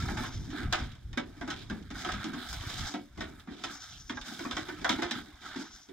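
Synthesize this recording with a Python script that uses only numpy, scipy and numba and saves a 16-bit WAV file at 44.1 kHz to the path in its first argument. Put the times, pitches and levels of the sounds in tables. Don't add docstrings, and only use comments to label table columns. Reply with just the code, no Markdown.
import sys
import numpy as np
from scipy import signal
from scipy.fft import rfft, irfft, next_fast_len
from scipy.io import wavfile
from scipy.ndimage import uniform_filter1d
from numba import njit

SR = 44100
rng = np.random.default_rng(int(sys.argv[2]) if len(sys.argv) > 2 else 0)


def gain_from_db(level_db):
    decades = np.asarray(level_db, float) / 20
    return 10 ** decades


def persist_wave(psi):
    counts = np.round(np.clip(psi, -1, 1) * 32767).astype(np.int16)
    wavfile.write(sys.argv[1], SR, np.atleast_2d(counts).T)


N = 261072

# f/Hz, width/Hz, level/dB
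TRAY_MODES = [(739.6, 120, -2), (1280, 31, -1), (1595, 130, 0), (2082, 110, -6), (2280, 24, -6),
              (3660, 95, -4), (3750, 26, -5)]
# f/Hz, level/dB
LEFT_PATH = [(100, -3), (300, 3.5), (490, -12.5), (620, -4.5), (1500, -5), (2000, -10.5), (2300, -6.5),
             (2650, -12.5), (3250, -9.5), (4400, -15.5), (5400, -9), (6600, -11.5), (9500, -33.5),
             (16000, -37.5)]
RIGHT_PATH = [(100, -2.5), (380, 4), (510, -10.5), (680, -7), (1100, -8), (1600, -1.5), (2700, -10),
              (3600, -3), (4400, -13), (5000, -8), (5600, -14), (7100, -20), (8100, -24), (10000, -36.5),
              (16000, -35.5)]
# t/s, peak level/dB, f/Hz
EDDIES = [(0.276, -36, 116), (0.407, -29, 104), (0.643, -21.5, 75), (0.025, -23, 96), (0.809, -23, 75),
          (1.036, -28, 64.6), (1.121, -28, 64.6), (1.258, -47, 51.1), (1.4, -38, 70), (1.424, -49, 94.2),
          (1.531, -40, 88), (1.707, -46, 51.1), (1.707, -31, 53.4), (1.872, -37, 70.0), (2.107, -40, 51.1),
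          (2.344, -36, 137), (2.491, -32, 50.6), (2.66, -24, 89.5), (3.178, -33.5, 129), (3.5, -38, 56.5),
          (4.142, -49, 159), (4.146, -37, 75), (4.317, -44, 153), (4.393, -36, 143), (4.52, -36, 55),
          (2.19, -30, 85), (3.95, -45, 60), (4.03, -40, 45), (4.95, -32, 88), (5.04, -36, 85),
          (2.59, -35, 45), (.33, -34, 40), (.085, -26, 140), (4.19, -37, 40), (4.73, -45, 121),
          (4.885, -45, 159), (4.887, -36, 159), (5.15, -36, 151), (5.72, -45, 45), (5.327, -39, 67.3)]


def on_log(table, hz):
    f, v = np.transpose(table)
    return np.interp(np.log(np.maximum(hz, 1)), np.log(f), v)


def unit(x):
    return x / np.sqrt(np.mean(x ** 2))


def band(x, lo_hz, hi_hz, order=3):
    return signal.sosfilt(signal.butter(order, [lo_hz, hi_hz], "band", fs=SR, output="sos"), x)


def stereo_noise():
    return rng.standard_normal((2, N))


def walk(rate_hz):
    hold = int(SR / rate_hz)
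    steps = np.repeat(rng.standard_normal(N // hold + 1), hold)
    return 1.45 * uniform_filter1d(uniform_filter1d(steps, hold), hold)[:N]


@njit
def ring(start, length, pole, push, turn, n):
    out = np.zeros((2, n))
    for m in range(len(start)):
        z = push[m]
        for i in range(start[m], min(start[m] + length[m], n)):
            out[0, i] += z.imag
            out[1, i] += (z * turn[m]).imag
            z *= pole[m]
    return out


def strike(s, hz, db, t60):
    s, hz, db, t60 = (np.ravel(a) for a in np.broadcast_arrays(s, hz, db, t60))
    pole = np.exp(2j * np.pi * hz / SR - np.log(1000) / (t60 * SR))
    turn = np.exp(2j * np.pi * rng.random(len(s)))
    start = (s * SR).astype(np.int64)
    length = (t60 * SR / 2).astype(np.int64)
    return ring(start, length, pole, gain_from_db(db) + 0j, turn, N)


def bright_share(hz):
    return np.interp(np.log(hz), np.log([2400, 3200]), [0, 1])


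def hooves():
    # t/s, clang peak level/dB, boom level/dB, boom centre f/Hz, bright level/dB
    stomps = [(.474, -64, -36.5, 233, -69), (.726, -17.5, -38, 374, -27.5), (.789, -36.5, -38, 248.5, -45),
              (1.411, -30.5, -34, 245.6, -46.5), (1.477, -31.5, -36.5, 317, -46.5),
              (1.699, -29.5, -30, 204.5, -46.5), (1.904, -38, -37.5, 254, -48),
              (2.048, -26.5, -36, 350, -37), (2.242, -37, -32.5, 240.4, -40),
              (2.334, -35.5, -34.5, 247, -46.5), (2.939, -27, -31, 291, -43.5),
              (3.176, -37, -31.5, 204, -55), (3.473, -40.5, -36, 260.7, -62),
              (3.638, -31.5, -40, 336, -36.5), (4.096, -29, -35.5, 274, -40.5),
              (4.45, -29.5, -34, 240, -55), (4.567, -25, -33.5, 309, -36), (4.685, -31, -35.5, 350, -44.5),
              (4.845, -17.5, -48, 288, -36), (4.892, -20.5, -27.5, 250, -26.5),
              (4.985, -31.5, -29.5, 337, -52), (5.022, -22, -33.5, 346, -34), (5.558, -37, -32.5, 260, -46),
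              (5.887, -49, -42, 378, -57)]
    # t/s, clang peak level/dB, bright level/dB, clang t60/s
    knocks = [(.084, -29, -46.5, 0.23), (.17, -27.5, -42.5, .35), (.236, -35, -47, .34),
              (.503, -42, -51.5, 0.34), (.917, -52, -53.5, .18), (.952, -51, -63, 0.22),
              (1.13, -40, -49, .15), (1.174, -22, -35, .18), (1.368, -46, -65, 0.27),
              (1.503, -28.5, -38, 0.21), (1.826, -58, -57, 0.06), (2.088, -26, -41.5, 0.19),
              (2.119, -36.5, -39.5, .26), (2.539, -45, -52, .2), (2.609, -38.5, -48, 0.5),
              (2.693, -35.5, -45, .29), (3.207, -27.5, -39.5, 0.18), (3.397, -47, -52, .11),
              (4.171, -29.5, -47, 0.083), (4.213, -48, -40.5, 0.12), (4.253, -47, -52, .2),
              (4.392, -32.5, -43, 0.24), (4.511, -28.5, -37, .17), (4.814, -37, -49.5, .16),
              (5.11, -28.5, -28, .13), (5.418, -46, -54, .6)]
    stomp_t60_s, knock_boom_db, knock_boom_hz = .22, -22.5, 260
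    rows = [(*row, stomp_t60_s) for row in stomps]
    for s, db, bright_db, t60 in knocks:
        rows.append((s, db, db + knock_boom_db, knock_boom_hz, bright_db, t60))
    return np.array(rows)


def clang(count=120):
    s, mid_db, _, _, bright_db, t60 = hooves().T[:, :, None]
    chance = rng.random((len(s), 4, count))
    hz = 500 + 5500 * chance[:, 0] ** 1.5
    clear = len(TRAY_MODES)
    hz[:, :clear] = np.array(TRAY_MODES)[:, 0] * (1 + 0.018 * (chance[:, 0, :clear] - .5))
    bright = bright_share(hz)
    db = (1 - bright) * (mid_db - 17) + bright * (bright_db - 9.5)
    db = db + 10 * np.log10(-np.log(chance[:, 1]))
    spread_s = -.005 * np.log(chance[:, 2])
    ring_s = np.clip(t60 * (hz / 1500) ** -.3 * (.5 + .5 * chance[:, 3]), .01, .6)
    return strike(s + spread_s, hz, db, ring_s)


def pings(pair=0.013, under_db=-8.5):
    # t/s, peak level/dB, f/Hz, t60/s
    panel_tones = [(0.083, -32, 799, 0.18), (0.169, -33, 853, 0.2), (0.235, -33.5, 1070, 0.18),
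                   (0.724, -25, 730, 0.2), (1.174, -26, 581, 0.2), (1.412, -35.5, 698, 0.17),
                   (1.475, -41, 834, 0.2), (1.698, -42, 1110, 0.2), (2.047, -32, 732, 0.2),
                   (2.09, -32, 746, 0.2), (2.333, -41, 1100, 0.2), (2.938, -37, 703, 0.15),
                   (3.208, -39, 1140, 0.23), (3.473, -43, 748, 0.19), (3.636, -41, 740, 0.1),
                   (4.095, -37, 969, 0.2), (4.171, -36.5, 846, 0.2), (4.45, -31, 1128, 0.2),
                   (4.567, -32, 1080, 0.2), (4.685, -36, 884, 0.2), (4.844, -25, 695, 0.2),
                   (4.891, -26.5, 813, 0.2), (4.986, -32.5, 847, 0.2), (5.022, -27, 699, 0.2),
                   (5.113, -40, 834, 0.2), (5.479, -44, 896, 0.2), (5.557, -43, 886, 0.2),
                   (0.0, -31, 1340, 0.12), (0.0842, -34, 1445, 0.11), (0.17, -30, 1597, 0.12),
                 (0.5024, -44, 1860, 0.12), (0.6044, -37, 1420, 0.12), (0.726, -20.5, 1590, 0.12),
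                 (0.7882, -34, 1580, 0.12), (1.1308, -44, 1820, 0.06), (1.1752, -26, 1605, 0.12),
                 (1.4108, -36, 1590, 0.12), (1.477, -34, 1254, 0.11), (1.5035, -32, 1470, 0.12),
                 (1.6986, -32, 1590, 0.12), (1.9034, -41, 1260, 0.12), (1.953, -36, 1485, 0.12),
                 (2.048, -27, 1293, 0.12), (2.088, -25, 1277, 0.12), (2.1396, -32, 1270, 0.13),
                 (2.2418, -35, 1280, 0.12), (2.333, -34, 1570, 0.12), (2.9393, -33, 1312, 0.12),
                 (3.2071, -35, 1500, 0.12), (3.6385, -29.5, 1340, 0.11), (3.693, -37, 1293, 0.14),
                 (4.0956, -32.5, 1470, 0.12), (4.1712, -29, 1600, 0.12), (4.3191, -39, 1550, 0.12),
                 (4.3919, -34, 1434, 0.12), (4.5111, -33, 1268, 0.12), (4.568, -28.5, 1500, 0.14),
                 (4.6967, -31, 1510, 0.12), (4.8454, -20, 1500, 0.12), (4.8914, -28, 1640, 0.12),
                 (5.0214, -26, 2080, 0.12), (5.1105, -26, 1770, 0.12), (5.461, -37, 1290, 0.12),
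                   (0.7277, -29, 1750, 0.14), (1.1752, -30, 2250, 0.14), (1.5034, -34, 1860, 0.14),
                   (1.9555, -46, 1860, 0.14), (2.0467, -35, 2220, 0.14), (3.2066, -32, 1820, 0.14),
                   (3.6386, -32, 1840, 0.14), (4.0964, -36, 2110, 0.14), (4.3914, -38, 2250, 0.14),
                   (4.5106, -35, 2140, 0.14), (4.568, -33, 1940, 0.14), (4.8444, -25, 1790, 0.17),
                   (4.8914, -28, 2150, 0.14),
                   (0.7238, -23.5, 4050, 0.08), (0.7884, -32.5, 3580, 0.073), (0.9168, -48, 3260, 0.09),
                  (1.1308, -44, 3600, 0.08), (1.1742, -28, 3700, 0.07), (1.504, -30.5, 3060, 0.076),
                  (1.698, -41, 3130, 0.087), (2.0472, -33, 3150, 0.08), (2.1201, -32.5, 3340, 0.08),
                  (2.9387, -37, 3770, 0.08), (3.2066, -30.5, 3690, 0.08), (3.3964, -50, 3600, 0.08),
                  (3.6361, -27, 3610, 0.08), (4.0971, -35, 3220, 0.092), (4.1704, -38, 3690, 0.08),
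                  (4.2153, -36, 3620, 0.09), (4.2787, -38, 3680, 0.08), (4.5106, -29, 3570, 0.087),
                  (4.568, -29, 3150, 0.08), (4.8439, -29, 3430, 0.08), (4.8914, -22.5, 3730, 0.088),
                  (5.0195, -27.5, 3690, 0.099), (5.1103, -24, 3850, 0.08)]
    # f/Hz, level against the clang/dB, t60/s
    frame_modes = [(580, -19.5, 0.68), (660, -29, .45)]
    s, db, hz, t60 = np.array(panel_tones).T[:, :, None]
    db = db + under_db - (on_log(LEFT_PATH, hz) + on_log(RIGHT_PATH, hz)) / 2
    panel = strike(s + 0.000996, hz * [1, 1 + pair], db + [0, -6.0], np.clip(t60, .02, .8))
    frame_hz, frame_db, frame_t60 = np.transpose(frame_modes)
    blows = hooves()
    return panel + strike(blows[:, :1], frame_hz, blows[:, 1:2] + frame_db, frame_t60)


def rattle(crack_s=0.0027, crack_db=-4.5, rough_db=2.0):
    out, t = 0, np.arange(SR // 3) / SR
    jolts = gain_from_db(rough_db * walk(300))
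    layers = [(450, 1150, -11, 1.3), (1150, 2700, -4, 1.7), (2600, 4350, 3.5, 1.08),
              (4530, 10700, 8.5, 0.69), (8800, 16400, 9, 0.5)]
    for lo_hz, hi_hz, db, share in layers:
        power = np.zeros(N + len(t))
        for s, _, _, _, bright_db, t60 in hooves():
            shape = np.exp(-np.log(1000) * t / (share * t60)) + gain_from_db(crack_db) * np.exp(-t / crack_s)
            start = int(s * SR)
            power[start:start + len(t)] += (gain_from_db(db + bright_db) * shape) ** 2
        out = out + np.sqrt(power[:N]) * jolts * unit(band(stereo_noise(), lo_hz, hi_hz, order=2))
    return out


def boom(reach_hz=75, t60=0.3, build_s=0.00801, shudder_db=-13.0, shudder_s=.017):
    # t/s, peak level/dB, boom centre f/Hz
    thuds = [(0.029, -32, 242), (0.114, -31, 196), (0.174, -34, 231), (0.206, -33.5, 258),
             (0.253, -35.5, 250), (0.336, -42, 315), (0.529, -35, 288), (0.6, -34, 242),
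             (1.172, -27.5, 250), (1.259, -47, 269), (1.365, -46, 299), (1.549, -46, 334),
             (1.807, -39.5, 192), (1.998, -38, 244), (2.137, -34.5, 202), (2.277, -33, 243.5),
             (2.526, -43.5, 283), (2.633, -39.5, 304), (2.837, -46, 288), (2.885, -42, 293),
             (3.292, -42, 248), (3.699, -40.5, 288), (4.136, -38, 253), (4.272, -40.5, 209),
             (4.309, -39.5, 209), (4.406, -34.5, 330), (4.811, -35, 286), (5.114, -31.5, 238),
             (5.155, -36, 194), (5.269, -47, 294), (5.459, -52, 283), (5.609, -41, 344)]
    hollow_hz = [171.8, 200.7, 222.7, 242.7, 266, 288, 307.6, 328, 350, 371, 399, 440]
    rows = np.vstack([hooves()[:, [0, 2, 3]], np.array(thuds) + [0, -4.0, 0]])
    s, low_db, centre_hz = rows.T[:, :, None]
    chance = rng.random((len(s), 3, len(hollow_hz)))
    hz = hollow_hz * (1 + 0.022 * (chance[:, 0] - .5))
    db = low_db - 8.0 - 9 * np.abs(hz - centre_hz) / reach_hz + 9 * (chance[:, 1] - .5)
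    hz = np.hstack([hz, centre_hz])
    db = np.hstack([db, low_db - 7.0])
    late_s = np.hstack([-build_s * np.log(chance[:, 2]), 0 * s])
    hollow = band(strike(s + .0005 + late_s, hz, db, t60 * (hz / 250) ** -.5), 106, 1100, order=2)
    kicks = np.bincount((s[:, 0] * SR).astype(int), gain_from_db(2 * low_db[:, 0] + 2 * shudder_db), N)
    fade = np.exp(-1 / (shudder_s * SR))
    swell = signal.lfilter([np.e * (1 - fade)], [1, -2 * fade, fade ** 2], kicks)
    return hollow + np.sqrt(np.abs(swell)) * unit(band(stereo_noise(), 159, 461, order=2))


def sliding():
    # start t/s, length/s, level/dB, brightness/dB, weight/dB
    slides = [(0, 0.1, -39, -6, 7.5), (.195, 0.075, -42, -6, -2), (.54, 0.095, -43.5, -11, 3.5),
              (0.752, 0.047, -40.5, -8, -5), (.33, .13, -55.5, -3, 8.5), (1.486, .03, -48, -8, 1),
              (1.26, .1, -58, -7.5, 9), (1.568, .07, -54.5, -1, 4), (1.966, 0.053, -41, -6.5, -5),
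              (1.716, 0.075, -54, -8, 8), (2.082, .21, -42.5, -10.5, -4), (2.36, 0.13, -46, -5.5, 1),
              (2.532, 0.21, -44.5, -3, -4.5), (2.788, 0.096, -41, -4.5, -7), (3.197, .1, -50.5, -9, 3),
              (3.343, 0.066, -61, -12, 9), (3.517, 0.11, -52.5, -4.5, 4), (3.666, 0.083, -45, -8.5, -3),
              (3.82, .11, -53.5, -1.5, -3.5), (4.267, 0.067, -44.5, -2, 2.5),
              (4.428, 0.19, -47.5, -3.5, -3), (4.687, .1, -46.5, -8, 3.5), (4.876, .31, -44, -5.5, 4.5),
              (5.26, 0.17, -55.5, -4.5, -0.5), (5.46, .15, -44, -7, -5), (5.695, 0.11, -60, -2.5, -3)]
    grip_db_per_s, lift_db_per_s, airy_under_bright_db = 300, 150, -17.5
    idle_db = np.array([[-68.5], [-74.5], [-72], [-78.5]])
    t = np.arange(0, N + 64, 64) / SR
    power = gain_from_db(idle_db) ** 2 + 0 * t
    for s, length_s, db, bright_db, weight_db in slides:
        grip_db = grip_db_per_s * np.maximum(s - t, 0)
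        lift_db = lift_db_per_s * np.maximum(t - s - length_s, 0)
        tilt_db = np.array([[0], [bright_db], [weight_db], [bright_db + airy_under_bright_db]])
        power = power + gain_from_db(db - grip_db - lift_db + tilt_db) ** 2
    return [np.interp(np.arange(N) / SR, t, zone_db) for zone_db in 10 * np.log10(power)]


def scrape(grit_rate=900, grit_db=1.5, hiss=1.0):
    mid_db, bright_db, low_db, airy_db = sliding()
    slips = (rng.random(N) < grit_rate / SR) * gain_from_db(grit_db * rng.exponential(size=N))
    push = hiss + unit(signal.lfilter([1], [1, -.985], slips))
    noise = push * gain_from_db(1.7 * walk(24.91)) * stereo_noise()
    body_db = .3 * low_db + .7 * mid_db
    low = unit(band(noise, 150, 600, order=2)) * gain_from_db(low_db - 7.0 + 3.45 * walk(18))
    body = unit(band(noise, 515, 1220, order=2)) * gain_from_db(body_db - 5.5 + 3.7 * walk(14))
    nasal = unit(band(noise, 1220, 1700, order=2)) * gain_from_db(mid_db - 5.5 + 2.4 * walk(9))
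    mid = unit(band(noise, 1150, 2910, order=2)) * gain_from_db(mid_db - 1.0 + 2.55 * walk(22))
    edge = unit(band(noise, 2405, 4440)) * gain_from_db(bright_db + 6.5 + 3.3 * walk(13))
    bright = unit(band(noise, 4380, 8500)) * gain_from_db(bright_db + 11.0 + 2.04 * walk(22))
    airy = unit(band(noise, 9200, 15500)) * gain_from_db(airy_db + 35.5 + 2.4 * walk(9))
    return low + body + nasal + mid + edge + bright + airy


def skitter(count=12000, t60=0.037, spread_db=3.5):
    mid_db, bright_db, _, _ = sliding()
    chance = rng.random((count, 5)).T
    s = chance[0] * (N - 1) / SR
    clear_hz = np.array(TRAY_MODES)[(chance[2] * len(TRAY_MODES)).astype(int), 0]
    hz = np.where(chance[1] < .3, clear_hz, 620 + 6400 * chance[2] ** 1.4)
    bright = bright_share(hz)
    at = (s * SR).astype(int)
    db = (1 - bright) * (mid_db[at] - 5.5) + bright * (bright_db[at] + 2)
    db = db - spread_db * np.log(.06 + chance[3])
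    return strike(s, hz, db, t60 * (.5 + chance[4]) * (hz / 1500) ** -.4)


def bleats(arch=.12, half_s=.04, rough=0.059):
    # t/s, top pitch f/Hz, level/dB, share of the lower throat band/dB
    throbs = [(.265, 532, -41, -1), (.345, 529, -41, 1.5), (.425, 513, -48, -3), (.51, 470, -50, -2),
              (3.755, 503, -38.5, -12), (3.835, 526, -38, 0), (3.917, 514, -41, -15),
              (4.003, 486, -41, -13), (4.087, 475, -43.5, -8), (4.175, 461, -44, -13),
              (5.667, 510, -46, -2), (5.75, 515, -41, -4), (5.83, 500, -46, -10)]
    out, t = np.zeros(N), np.arange(-2400, 2400) / SR
    overtone = np.arange(2, 17)[:, None]
    for s, top_hz, db, lower_db in throbs:
        hz = top_hz * (1 - arch * np.sin(np.pi / 2 * np.clip(t / half_s, -1, 1)) ** 2)
        upper_throat = np.exp(-((overtone * hz - 6000) / 1200) ** 2)
        lower_throat = gain_from_db(lower_db - 7) * np.exp(-((overtone * hz - 4000) / 1200) ** 2)
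        wobble = uniform_filter1d(rng.standard_normal((2, len(t))), size=150) * np.sqrt(150)
        phase = overtone * (2 * np.pi * np.cumsum(hz) / SR + rough * wobble[0])
        voice = np.sum((upper_throat + lower_throat) * np.sin(phase), axis=0)
        level = gain_from_db(db - 2.0 + 2.7 * wobble[1]) * np.exp(-(t / 0.037) ** 2)
        out[int(s * SR) - 2400:int(s * SR) + 2400] += level * voice
    return out * np.array([[1], [.5]])


def yard(db=-56.5):
    return gain_from_db(db) * unit(band(stereo_noise(), 1200, 17000, order=1))


def ports(pair):
    # f/Hz, lead/rad
    phase_lead = [(150, 0), (400, .9), (560, -2.3), (700, -5.6), (1000, -6.7), (1200, -6.1), (2400, -7),
                  (2560, -4.2), (3900, -7.7), (5100, -6.7), (5600, -8), (6500, -8.1), (7100, -5.8),
                  (9000, -7.6)]
    # f/Hz, share 0-1
    likeness = [(100, 0.96), (400, 0.86), (560, 0.71), (800, 0.54), (1350, 1), (2200, 0.76), (2500, 0.1),
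                (3200, 0.8), (4100, 0.43), (4400, 0), (5600, 0.63), (7000, 0.15), (9500, 0.47),
                (16000, 0.4)]
    size = next_fast_len(N + SR)
    hz = np.arange(size // 2 + 1) * SR / size
    cepstrum = irfft(np.log(gain_from_db(on_log(LEFT_PATH, hz))), size)
    cepstrum[1:size // 2] *= 2
    cepstrum[size // 2 + 1:] = 0
    left = np.exp(rfft(cepstrum))
    tilt = gain_from_db(on_log(RIGHT_PATH, hz) - on_log(LEFT_PATH, hz))
    right = left * tilt * np.exp(1j * on_log(phase_lead, hz))
    a, b = rfft(pair, size)
    alike = np.clip(on_log(likeness, hz), 0, 1)
    return irfft([left * a, right * (alike * a + np.sqrt(1 - alike ** 2) * b)], size)[:, :N]


def gusts(swell_db=-21, swell_s=0.037):
    # t/s, level/dB
    breeze_level = [(0.0, -34), (0.56, -47), (0.64, -37), (1.3, -55), (1.76, -43.5), (2.04, -54), (2.13, -42),
                    (2.47, -60), (2.51, -44), (2.85, -43.5), (2.92, -64), (3.15, -56), (3.86, -62.5), (4.19, -47),
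                    (4.27, -68), (4.45, -48.5), (5.6, -64), (5.92, -67)]
    t = np.arange(N) / SR
    power = gain_from_db(np.interp(t, *np.transpose(breeze_level)) - 0.5) ** 2
    for s, db, _ in EDDIES:
        power = power + gain_from_db(db + swell_db) ** 2 * np.exp(-((t - s - swell_s / 2) / swell_s) ** 2)
    return 10 * np.log10(power)


def breeze(apart=0.25, cycles=.55, peak_turns=1.33):
    # f/Hz, level/dB
    rumble_colour = [(15, -13), (30, -4), (45, -1), (70, -1.5), (120, -3), (170, -11), (300, -22),
                     (600, -42), (3000, -90)]
    hz = np.arange(N // 2 + 1) * SR / N
    mid, side = irfft(rfft(stereo_noise()) * gain_from_db(on_log(rumble_colour, hz)), N)
    wide = unit(mid) + apart * unit(side) * np.array([[1], [-1]])
    rumble = gain_from_db(gusts() - 1.0 + 3.7 * walk(14)) * wide
    for s, db, eddy_hz in EDDIES:
        span = slice(int(s * SR), int((s + .1) * SR))
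        turns = np.arange(N)[span] / SR * eddy_hz - s * eddy_hz
        swing = np.sin(2 * np.pi * turns) * np.exp(-((turns - peak_turns) / cycles) ** 2)
        rumble[:, span] += gain_from_db(db - 5.5) * swing
    return rumble


def scene():
    blows = band(clang() + skitter() + pings(), 464, 18000, order=2)
    return ports(blows + rattle() + boom() + scrape() + bleats() + yard()) + breeze()


def band_limit(x):
    return signal.sosfilt(signal.butter(12, 15870, fs=SR, output="sos"), x)


def record(dry):
    rounded = np.tanh(3.0 * dry) / 3
    top_cut = signal.ellip(8, .2, 70, 15850, fs=SR, output="sos")
    return band_limit(signal.sosfilt(top_cut, rounded))


dry = scene()
out = record(dry)
persist_wave(out)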